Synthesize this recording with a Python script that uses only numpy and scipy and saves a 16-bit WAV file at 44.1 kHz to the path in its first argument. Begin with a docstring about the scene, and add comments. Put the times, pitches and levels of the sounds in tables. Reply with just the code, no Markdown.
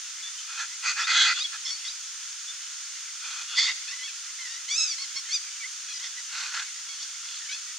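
"""Two macaws squawk and squeak outdoors as they fence with their beaks on a palm stump.
Squawks: ragged syrinx pulses ring the throat and windpipe. Short squeaks and a clear chirp
in two arches: harmonics through a beak resonance. Far birds twitter and whistle in a steady
bright hiss, with two faint hoots and one dull tick. The trees send back a short echo."""
import sys
import numpy as np
from scipy import signal
from scipy.fft import rfft, irfft
from scipy.io import wavfile
from scipy.ndimage import uniform_filter1d, map_coordinates

SR = 44100
rng = np.random.default_rng(int(sys.argv[2]) if len(sys.argv) > 2 else 0)


def store_wav(level_fs):
    """Save 16-bit WAV to argv[1]."""
    pcm = np.round(np.clip(np.atleast_2d(level_fs), -1, 1) * 32767)
    wavfile.write(sys.argv[1], SR, pcm.T.astype(np.int16))


N = 343180


def from_db(db):
    """Decibels to gain."""
    return 10 ** (np.asarray(db) / 20)


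def rms_one(x):
    """Scale to unit power."""
    return x / np.sqrt(np.mean(x ** 2) + 1e-20)


def level_out(voice):
    """Hold the running power at 1."""
    power = uniform_filter1d(uniform_filter1d(voice ** 2, size=400), size=400)
    return voice / np.sqrt(power + 1e-12)


def at_hz(points, hz):
    """Read a spectrum on a log-frequency axis."""
    points = np.array(points)
    return np.interp(np.log(np.maximum(hz, 1)), np.log(points[:, 0]), points[:, 1])


def drift(size, rate_hz):
    """Smooth random wander, spread about 1."""
    step = np.arange(size) * rate_hz / SR
    return map_coordinates(rng.standard_normal(4096), [step], order=3, mode="wrap")


def butter(x, hz, kind, order):
    """Causal high- or low-pass."""
    return signal.sosfilt(signal.butter(order, hz, kind, fs=SR, output="sos"), x)


def resonance(x, hz, width_hz):
    """Two-pole resonator, peak gain 1, applied twice for steep skirts."""
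    r = np.exp(-np.pi * width_hz / SR)
    b = np.array([1, 0, -1]) * (1 - r * r) / 2
    a = [1, -2 * r * np.cos(2 * np.pi * hz / SR), r * r]
    return signal.lfilter(b, a, signal.lfilter(b, a, x))


def span(start_s, end_s, fade_s):
    """Time axis and window of a call; fades centred on its ends."""
    t = np.arange(int((start_s - fade_s / 2) * SR), int((end_s + fade_s / 2) * SR)) / SR
    ramp = np.clip(np.minimum(t - start_s, end_s - t) / fade_s + .5, 0, 1)
    return t, np.sin(np.pi / 2 * ramp)


def add(out, t, sound):
    """Mix a call in at its time."""
    first = int(round(t[0] * SR))
    out[first:first + len(t)] += sound[:max(N - first, 0)]


def hiss():
    """Steady air and leaf hiss: centred in the midrange, wide in the treble."""
    spectrum = [(71, -99), (120, -67), (300, -51.5), (563, -29), (733, -29.5), (975, -15), (1120, -14),
                (1410, -2), (1690, -6.5), (2300, -6.5), (3000, -4), (3580, -3), (4050, -4), (6600, 2.5),
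                (8950, -12), (10100, -26), (15500, -32.5)]  # (frequency [Hz], relative density [dB])
    # humps, hollows, thin whines: (centre [Hz], width [Hz], lift [dB])
    peaks = [(900, 26, 3), (1016, 89, -1), (1230, 97, 0), (1510, 100, -2.5), (3450, 100, 1.5),
             (3890, 57, -6), (7150, 160, 1), (7760, 280, -6), (8340, 35, 4), (8740, 40, 4), (8880, 35, 4),
             (9125, 100, 4.5)]
    stereo_width = [(60, -2), (110, 0), (200, -16), (380, -19), (700, -23.5), (1290, -16), (2380, -10.5),
                    (4400, -5), (8120, 1.5), (15000, 1)]  # (frequency [Hz], side minus mid [dB])
    hz = np.arange(N // 2 + 1) * SR / N
    peaks_db = sum(db * np.exp(-.5 * ((hz - centre) / width) ** 2) for centre, width, db in peaks)
    mid, side = rfft(rng.standard_normal((2, N))) * from_db(at_hz(spectrum, hz) + peaks_db)
    mid = irfft(mid, N)
    side = irfft(side * from_db(at_hz(stereo_width, hz)), N)
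    level_db = -39.5 + .15 * drift(N, 8)
    return from_db(level_db) * (mid + side * [[1], [-1]]) / np.std(mid)


def whistle(pitch_hz, rough, tone, beak_hz, lift_db):
    """Clear voice: harmonics swell as they cross resonances; roughness shakes pitch and level."""
    size = len(pitch_hz)
    pitch_hz = pitch_hz * (1 + rough * (.027 * drift(size, 170) + .032 * drift(size, 900)))
    phase = 2 * np.pi * np.cumsum(pitch_hz) / SR
    voice, power = 0, 0
    for k in range(1, 12):
        beak_db = lift_db * np.exp(-.5 * ((k * pitch_hz - beak_hz) / 520) ** 2)
        gain = from_db(at_hz(tone, k * pitch_hz) + beak_db)
        harmonic = gain * np.sin(k * phase + rng.uniform(0, 2 * np.pi))
        voice += harmonic * (1 + .92 * rough * drift(size, 500))
        power += gain ** 2 / 2
    return voice / np.sqrt(power) * from_db(6 * rough * np.tanh(drift(size, 200)))


def squeaks(notes, max_rough):
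    """Short arched glides: pure ones sit on one beak resonance, impure ones are rough."""
    tone = [(600, -42), (1100, -13.5), (2100, -1.5), (3400, -3.5), (4500, 0.5), (5500, 0), (6700, -3),
            (7700, -17.5), (9500, -30.5), (15000, -47)]  # harmonic envelope: (frequency [Hz], gain [dB])
    out = np.zeros(N)
    for start_s, length_s, hz, glide, level_db, beak_hz, purity in notes:
        t, window = span(start_s + .002, start_s + max(length_s, .01) - .002, fade_s=.01)
        along = np.linspace(-1, 1, len(t))
        pitch_hz = hz * (1 + glide * along / 2 - .017 * along ** 2)
        voice = whistle(pitch_hz, max_rough * (1 - purity), tone, beak_hz, lift_db=33 * purity)
        add(out, t, from_db(level_db) * window * voice)
    return out


def far_birds(count):
    """Faint hoarse notes at random times and pitches."""
    notes, level_db, purity = [], -52.5, .4
    for when, length, height, bend, beak in rng.random((count, 5)):
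        start_s, length_s = .02 + when * (N / SR - .2), .034 + .041 * length
        pitch_hz, glide, beak_hz = 650 + 500 * height, .297 * (bend - .5), 1300 + 2200 * beak
        notes.append((start_s, length_s, pitch_hz, glide, level_db, beak_hz, purity))
    return squeaks(notes, max_rough=1.2)


def thin_notes():
    """Short, thin notes: the macaws' squeaks and a few pure whistles from a far bird."""
    # (start [s], length [s], pitch [Hz], glide [share of pitch], level [dB], beak [Hz], purity [0-1])
    notes = [ (.23, 0.059, 1170, 0.028, -40.5, 3520, 0.73), (.38, 0.027, 1028, -.04, -46, 3080, .87),
             (1.03, 0.03, 1205, 0.22, -35, 3600, 0.6), (1.403, .028, 1245, 0.14, -30.5, 4220, .45),
             (1.425, .022, 1070, 0.2, -40, 4200, .35), (1.443, .021, 1118, -.02, -29.5, 3380, 0.73),
             (1.647, 0.027, 1070, -.015, -34.5, 5500, 0.38), (1.695, 0.046, 1114, .03, -32.5, 5060, 0.58),
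             (1.725, 0.0405, 1130, -.04, -38.5, 4500, 0.6), (1.875, 0.021, 1272, .17, -34, 4350, 0.85),
             (1.895, 0.039, 1220, 0.13, -40.5, 4930, .38), (2.478, 0.038, 1183, 0.039, -41.5, 3550, 1),
             (3.243, 0.0089, 1215, 0.019, -34.5, 2430, 0.5), (3.876, 0.045, 885, 0.08, -39, 2580, 0.18),
             (3.92, 0.028, 994, 0.004, -40.5, 2000, 0.3), (3.952, 0.085, 1005, 0.042, -44.5, 2360, 0.17),
             (4.033, .042, 1121, -0.00084, -38, 3420, 0.33), (4.075, 0.034, 837, -0.19, -39.5, 2460, 0.3),
             (4.385, .05, 1040, -0.064, -43, 2200, 0.18), (4.44, 0.046, 983, -0.15, -41.5, 1900, 0.3),
             (4.49, 0.092, 954, 0.09, -42.5, 1890, 0.13), (4.98, 0.046, 1085, 0.09, -36.5, 4660, 0.24),
             (5.02, 0.031, 1086, -0.11, -35, 4700, 0.2), (5.157, .04, 1098, 0.029, -33.5, 4900, 0.24),
             (5.598, .042, 1142, -0.097, -41.5, 2250, .55), (5.633, 0.034, 1034, 0.11, -39, 2060, .6),
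             (5.883, 0.051, 829, 0.00085, -39, 3460, 0.22), (5.935, 0.047, 992, -0.052, -38, 5200, 0.37),
             (5.995, .042, 1028, 0.146, -40, 3080, 0.1), (6.165, 0.048, 980, -0.028, -43.5, 2000, 0.16),
             (6.88, .075, 1117, .005, -44, 3380, 0.24), (7.49, 0.036, 760, 0.025, -37, 2250, 0.3),
             (7.51, 0.046, 838, 0.09, -37.5, 3400, 0.1), (7.55, 0.032, 870, -0.02, -45, 4420, 0.2),
             (7.675, 0.052, 972, 0.027, -50, 1950, .55)]
    return butter(squeaks(notes, max_rough=.55), hz=775, kind="high", order=4)


def syrinx(t, pulse_hz, jitter):
    """The syrinx slaps shut at ragged intervals, each time with a puff of turbulence."""
    harsh = jitter / .064  # more ragged: noisier, with blunter resonances
    cycles = np.cumsum(pulse_hz * np.exp(jitter * drift(len(t), 300))) / SR
    slaps = rms_one(np.diff(np.floor(cycles), prepend=0))
    puffs = rms_one(np.exp(-.71 * (cycles % 1)) * rng.standard_normal(len(t)))
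    source = rms_one(slaps + .83 * harsh * puffs) * from_db(1.5 * drift(len(t), 250.5))
    return source, puffs, harsh


def throat(source, puffs, harsh, shape, tilt_db_oct=0):
    """Slaps and puffs ring the throat; the puffs also ring the windpipe."""
    # shape: (4 x (resonance [Hz], gain [dB]), top resonance gain [dB])
    shapes = { "grumble": (1320, -4, 2400, -6.5, 3200, -7, 4298, -12, -12),
              "growl": (1327, -6, 2080, -9, 2520, -7, 4100, -4, -17),
              "bark": (1357, -6.5, 1640, -6, 2481, -8, 4148, -12.5, -7),
              "squawk": (1341, -2.5, 1952, -3.5, 2376, -1.5, 4502, -4, -6),
              "caw": (1335, -4.5, 1641, -2.5, 2450, -4.5, 4680, -5.5, -20),
              "rasp": (1334, 0, 2900, 5.5, 3390, 6.5, 4346, 1, -8),
              "creak": (1950, 0.5, 3397, 9.5, 4595, 6, 5197, 7, -5),
              "cry": (1450, 2.5, 1950, 1.5, 2380, -.5, 4450, -2, -17),
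              "wide cry": (1600, 2, 2030, -1.5, 3378, 5.5, 3880, 2.5, -7),
              "screech": (2070, 6, 2720, 0, 3750, 2, 4550, -4, -16),
              "wide screech": (2036, 5.5, 3520, 10.5, 4502, 9, 4780, 5, -2.5)}
    base_widths_hz = [317, 370, 380, 1080]  # of the four resonances at harsh = 1
    windpipe = [(863, 80, -21.5), (1312, 153, -4.5), (2086, 110, -17), (2494, 79, -1), (3475, 130, -11),
                (4300, 220, -13)]  # (resonance [Hz], width [Hz], gain [dB])
    top_hz, top_width_hz = 6150, 1460
    *formants, top_db = shapes[shape]
    centres_hz, gains_db = formants[::2], formants[1::2]
    widths_hz = np.array(base_widths_hz) * np.sqrt(harsh)
    voice = from_db(-14) * harsh * butter(puffs, hz=4550, kind="low", order=1)  # breath leak
    for hz, db, width_hz in [*zip(centres_hz, gains_db, widths_hz), (top_hz, top_db, top_width_hz)]:
        tilt_db = tilt_db_oct * np.log2(hz / centres_hz[1])
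        voice += from_db(db + tilt_db) * resonance(source, hz, width_hz)
    voice = butter(voice, hz=1013, kind="high", order=7)
    for hz, width_hz, db in windpipe:
        voice += from_db(db) * resonance(puffs, hz, width_hz)
    return level_out(butter(voice, hz=7340, kind="low", order=8) + from_db(-29) * voice)


def short_squawks():
    """Each swells, holds and dies away, throbbing, with one throat shape."""
    # (start [s], attack [s], hold [s], release [s], level [dB], pulse rate [Hz], jitter [share],
    #  tilt [dB/oct], throb [dB], throat shape)
    calls = [ (0.463, 0.031, 0.081, .02, -41.5, 290, 0.089, -3, 3.5, "grumble"),
             (.563, 0.032, 0.023, 0.049, -32, 350, 0.053, -3, .5, "bark"),
             (.82, 0.056, 0.014, 0.06, -25, 307, 0.096, -1, 0.1, "squawk"),
             (0.945, .054, .014, .06, -26.3, 279, 0.083, -2, -0.5, "caw"),
             (1.331, 0.052, 0.013, 0.012, -31, 392, .12, 1.5, 1, "rasp"),
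             (1.518, 0.017, 0.019, 0.024, -38, 548, 0.046, -6, -0.5, "bark"),
             (1.655, 0.013, 0.038, .012, -34, 406, 0.085, 2, -1, "creak"),
             (1.835, .02, 0.0086, 0.029, -35.5, 400, .1, -1, 1, "creak"),
             (3.193, 0.058, 0.17, .04, -39.5, 287, 0.08, 1, 1.5, "grumble"),
             (3.458, 0.084, 0.016, .012, -35, 310, 0.086, -0.5, .5, "rasp"),
             (6.03, 0.011, 0.026, .014, -37, 296, 0.12, -2.5, 2.2, "creak"),
             (6.29, .07, 0.089, 0.097, -35, 220, 0.19, -2.5, 1.5, "growl"),
             (6.506, 0.049, 0.031, 0.077, -32.5, 170, .17, -7.5, 3.5, "bark"),
             (6.992, 0.03, .008, .033, -37, 480, .12, 7, 2.5, "creak"),
             (7.21, 0.1, 0.074, .04, -44, 190, 0.12, 8, -3.5, "rasp")]
    throb_hz = 37.3
    out = np.zeros(N)
    for start_s, *stages_s, level_db, pulse_hz, jitter, tilt_db_oct, throb_db, shape in calls:
        corners_s = start_s + np.cumsum([0, *stages_s])
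        t = np.arange(int(start_s * SR), int(corners_s[-1] * SR)) / SR
        swing_db = -throb_db * np.cos(2 * np.pi * throb_hz * (t - start_s))
        envelope = np.interp(t, corners_s, [0, 1, 1, 0]) * from_db(level_db + swing_db)
        add(out, t, envelope * throat(*syrinx(t, pulse_hz, jitter), shape, tilt_db_oct))
    return out


def squawks():
    """All harsh calls, with the bass below 500 Hz filtered out."""
    # two long calls: (time [s], relative level [dB], treble share that sets the beak opening [dB])
    cry_curve = [(1.072, -26, -4.5), (1.218, -18, -1.5), (1.26, -23, -3), (1.32, -22.5, -6.5),
                 (1.335, -28.5, -7)]
    screech_curve = [(3.562, -30, 0), (3.584, -19.5, -2.5), (3.646, -23, 0), (3.702, -28, -6.5),
                     (3.725, -34, -7.5)]
    cry = long_squawk(cry_curve, "cry", "wide cry", pulse_hz=335, jitter=.055)
    screech = long_squawk(screech_curve, "screech", "wide screech", pulse_hz=256, jitter=.12)
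    calls = short_squawks() + from_db(-.5) * cry + from_db(-1) * screech
    return butter(calls + 1e-18, hz=500, kind="high", order=4)


def hoots():
    """Faint far tones that slide a little."""
    # (start [s], end [s], first pitch [Hz], last pitch [Hz], level [dB])
    notes = [(0.703, 0.844, 437, 470, -82), (2.464, 2.745, 590, 550, -79.5)]
    out = np.zeros(N)
    for start_s, end_s, first_hz, last_hz, level_db in notes:
        t, window = span(start_s, end_s, fade_s=.042)
        phase = 2 * np.pi * np.cumsum(np.linspace(first_hz, last_hz, len(t))) / SR
        add(out, t, from_db(level_db) * window * np.sqrt(2) * np.sin(phase))
    return out


def long_squawk(curve, narrow, wide, pulse_hz, jitter):
    """The throat widens and narrows with the beak opening; the effort surges at random."""
    times_s, level_db, treble_db = np.transpose(curve)
    t, window = span(times_s[0], times_s[-1], fade_s=.012)
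    shut_db, swing_db = -5, 3.5
    opening = np.clip((np.interp(t, times_s, treble_db) - shut_db) / swing_db, 0, 1)
    source = syrinx(t, pulse_hz, jitter)
    voice = level_out((1 - opening) * throat(*source, narrow) + opening * throat(*source, wide))
    surge_db = .9 * drift(len(t), 60)
    out = np.zeros(N)
    add(out, t, voice * window * from_db(np.interp(t, times_s, level_db) + surge_db))
    return out


def chirp():
    """Clear call in two arches, hoarse where soft; the beak opens on each rise."""
    # (time [s], pitch [Hz], relative level [dB])
    long_arch = [(4.675, 957, -39), (4.691, 1067, -36), (4.717, 1158, -26.5), (4.739, 1150, -28),
                 (4.781, 1337, -25), (4.809, 1276, -19.5), (4.839, 1336, -26.5), (4.843, 1296, -23.5),
                 (4.871, 1232, -35), (4.881, 1207, -35), (4.903, 1206, -34.5), (4.917, 1120, -32),
                 (4.945, 1100, -38)]
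    short_arch = [(5.288, 1040, -40), (5.306, 1090, -34), (5.316, 1075, -31), (5.332, 1176, -26),
                  (5.35, 1241, -22.5), (5.362, 1186, -25), (5.378, 1136, -38)]
    tone = [(1200, -27), (2200, -2), (2600, -8.5), (3400, 0), (3900, -9), (4550, 6), (5100, -5), (5750, 4),
            (6400, -2.5), (6950, -2.5), (7600, -10.5), (9200, -36), (15000, -63)]  # harmonic envelope: (frequency [Hz], gain [dB])
    out = np.zeros(N)
    for arch in (long_arch, short_arch):
        times_s, *columns = np.transpose(arch)
        t, window = span(times_s[0], times_s[-1], fade_s=.008)
        pitch_hz, level_db = [np.interp(t, times_s, column) for column in columns]
        rough = .14 + .0209 * (level_db.max() - level_db)
        opening = np.clip((np.linspace(0, 1, len(t)) - .22) / .16, 0, 1)
        voice = whistle(pitch_hz, rough, tone, beak_hz=5000, lift_db=-8.5 + 15 * opening)
        add(out, t, from_db(level_db - 1) * window * voice)
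    return out


def tick(time_s, cutoff_hz):
    """One soft, dull tick."""
    impulse = np.full(N, 1e-18)
    impulse[int(time_s * SR)] = SR / (2 * np.pi * cutoff_hz)
    return from_db(-37) * butter(impulse, cutoff_hz, "low", order=2)


def trees(x, t60_s, delay_s):
    """Scattered echoes from trunks and fronds, different for each ear."""
    tone = [(500, -31), (1300, -11), (2500, 0), (4500, 1), (8000, 6.5), (15000, 9)]  # echo colour: (frequency [Hz], gain [dB])
    t = np.arange(SR // 2) / SR
    tail = rng.standard_normal((2, len(t))) * from_db(-60 * t / t60_s) * (t > delay_s)
    tail /= np.sqrt(np.sum(tail ** 2, axis=1, keepdims=True))
    hz = np.fft.rfftfreq(len(t), 1 / SR)
    tail = irfft(rfft(tail) * from_db(at_hz(tone, hz)), len(t))
    return signal.fftconvolve(x[None], tail, axes=1)[:, :N]


def scene():
    """Birds just right of centre; a near reflection ripples their spectrum, the trees answer."""
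    birds = thin_notes() + from_db(.56) * squawks() + chirp() + far_birds(count=50)
    n, reflection_s = np.arange(N), .001778
    birds -= from_db(-23) * np.interp(n - reflection_s * SR, n, birds)
    direct = birds * from_db([[-.4], [.3]])
    early = from_db(-7) * trees(birds, t60_s=.042, delay_s=.00019)
    late = from_db(-12.5) * trees(birds, t60_s=.97, delay_s=.013)
    background = hoots() + hiss() * from_db([[-.3], [.3]])
    return direct + early + late + tick(time_s=5.158, cutoff_hz=900) + background


def record(dry):
    """Steep low-pass at 15.8 kHz."""
    return signal.sosfilt(signal.ellip(12, .1, 80, 15800, fs=SR, output="sos"), dry)


dry = scene()
out = record(dry)
store_wav(out)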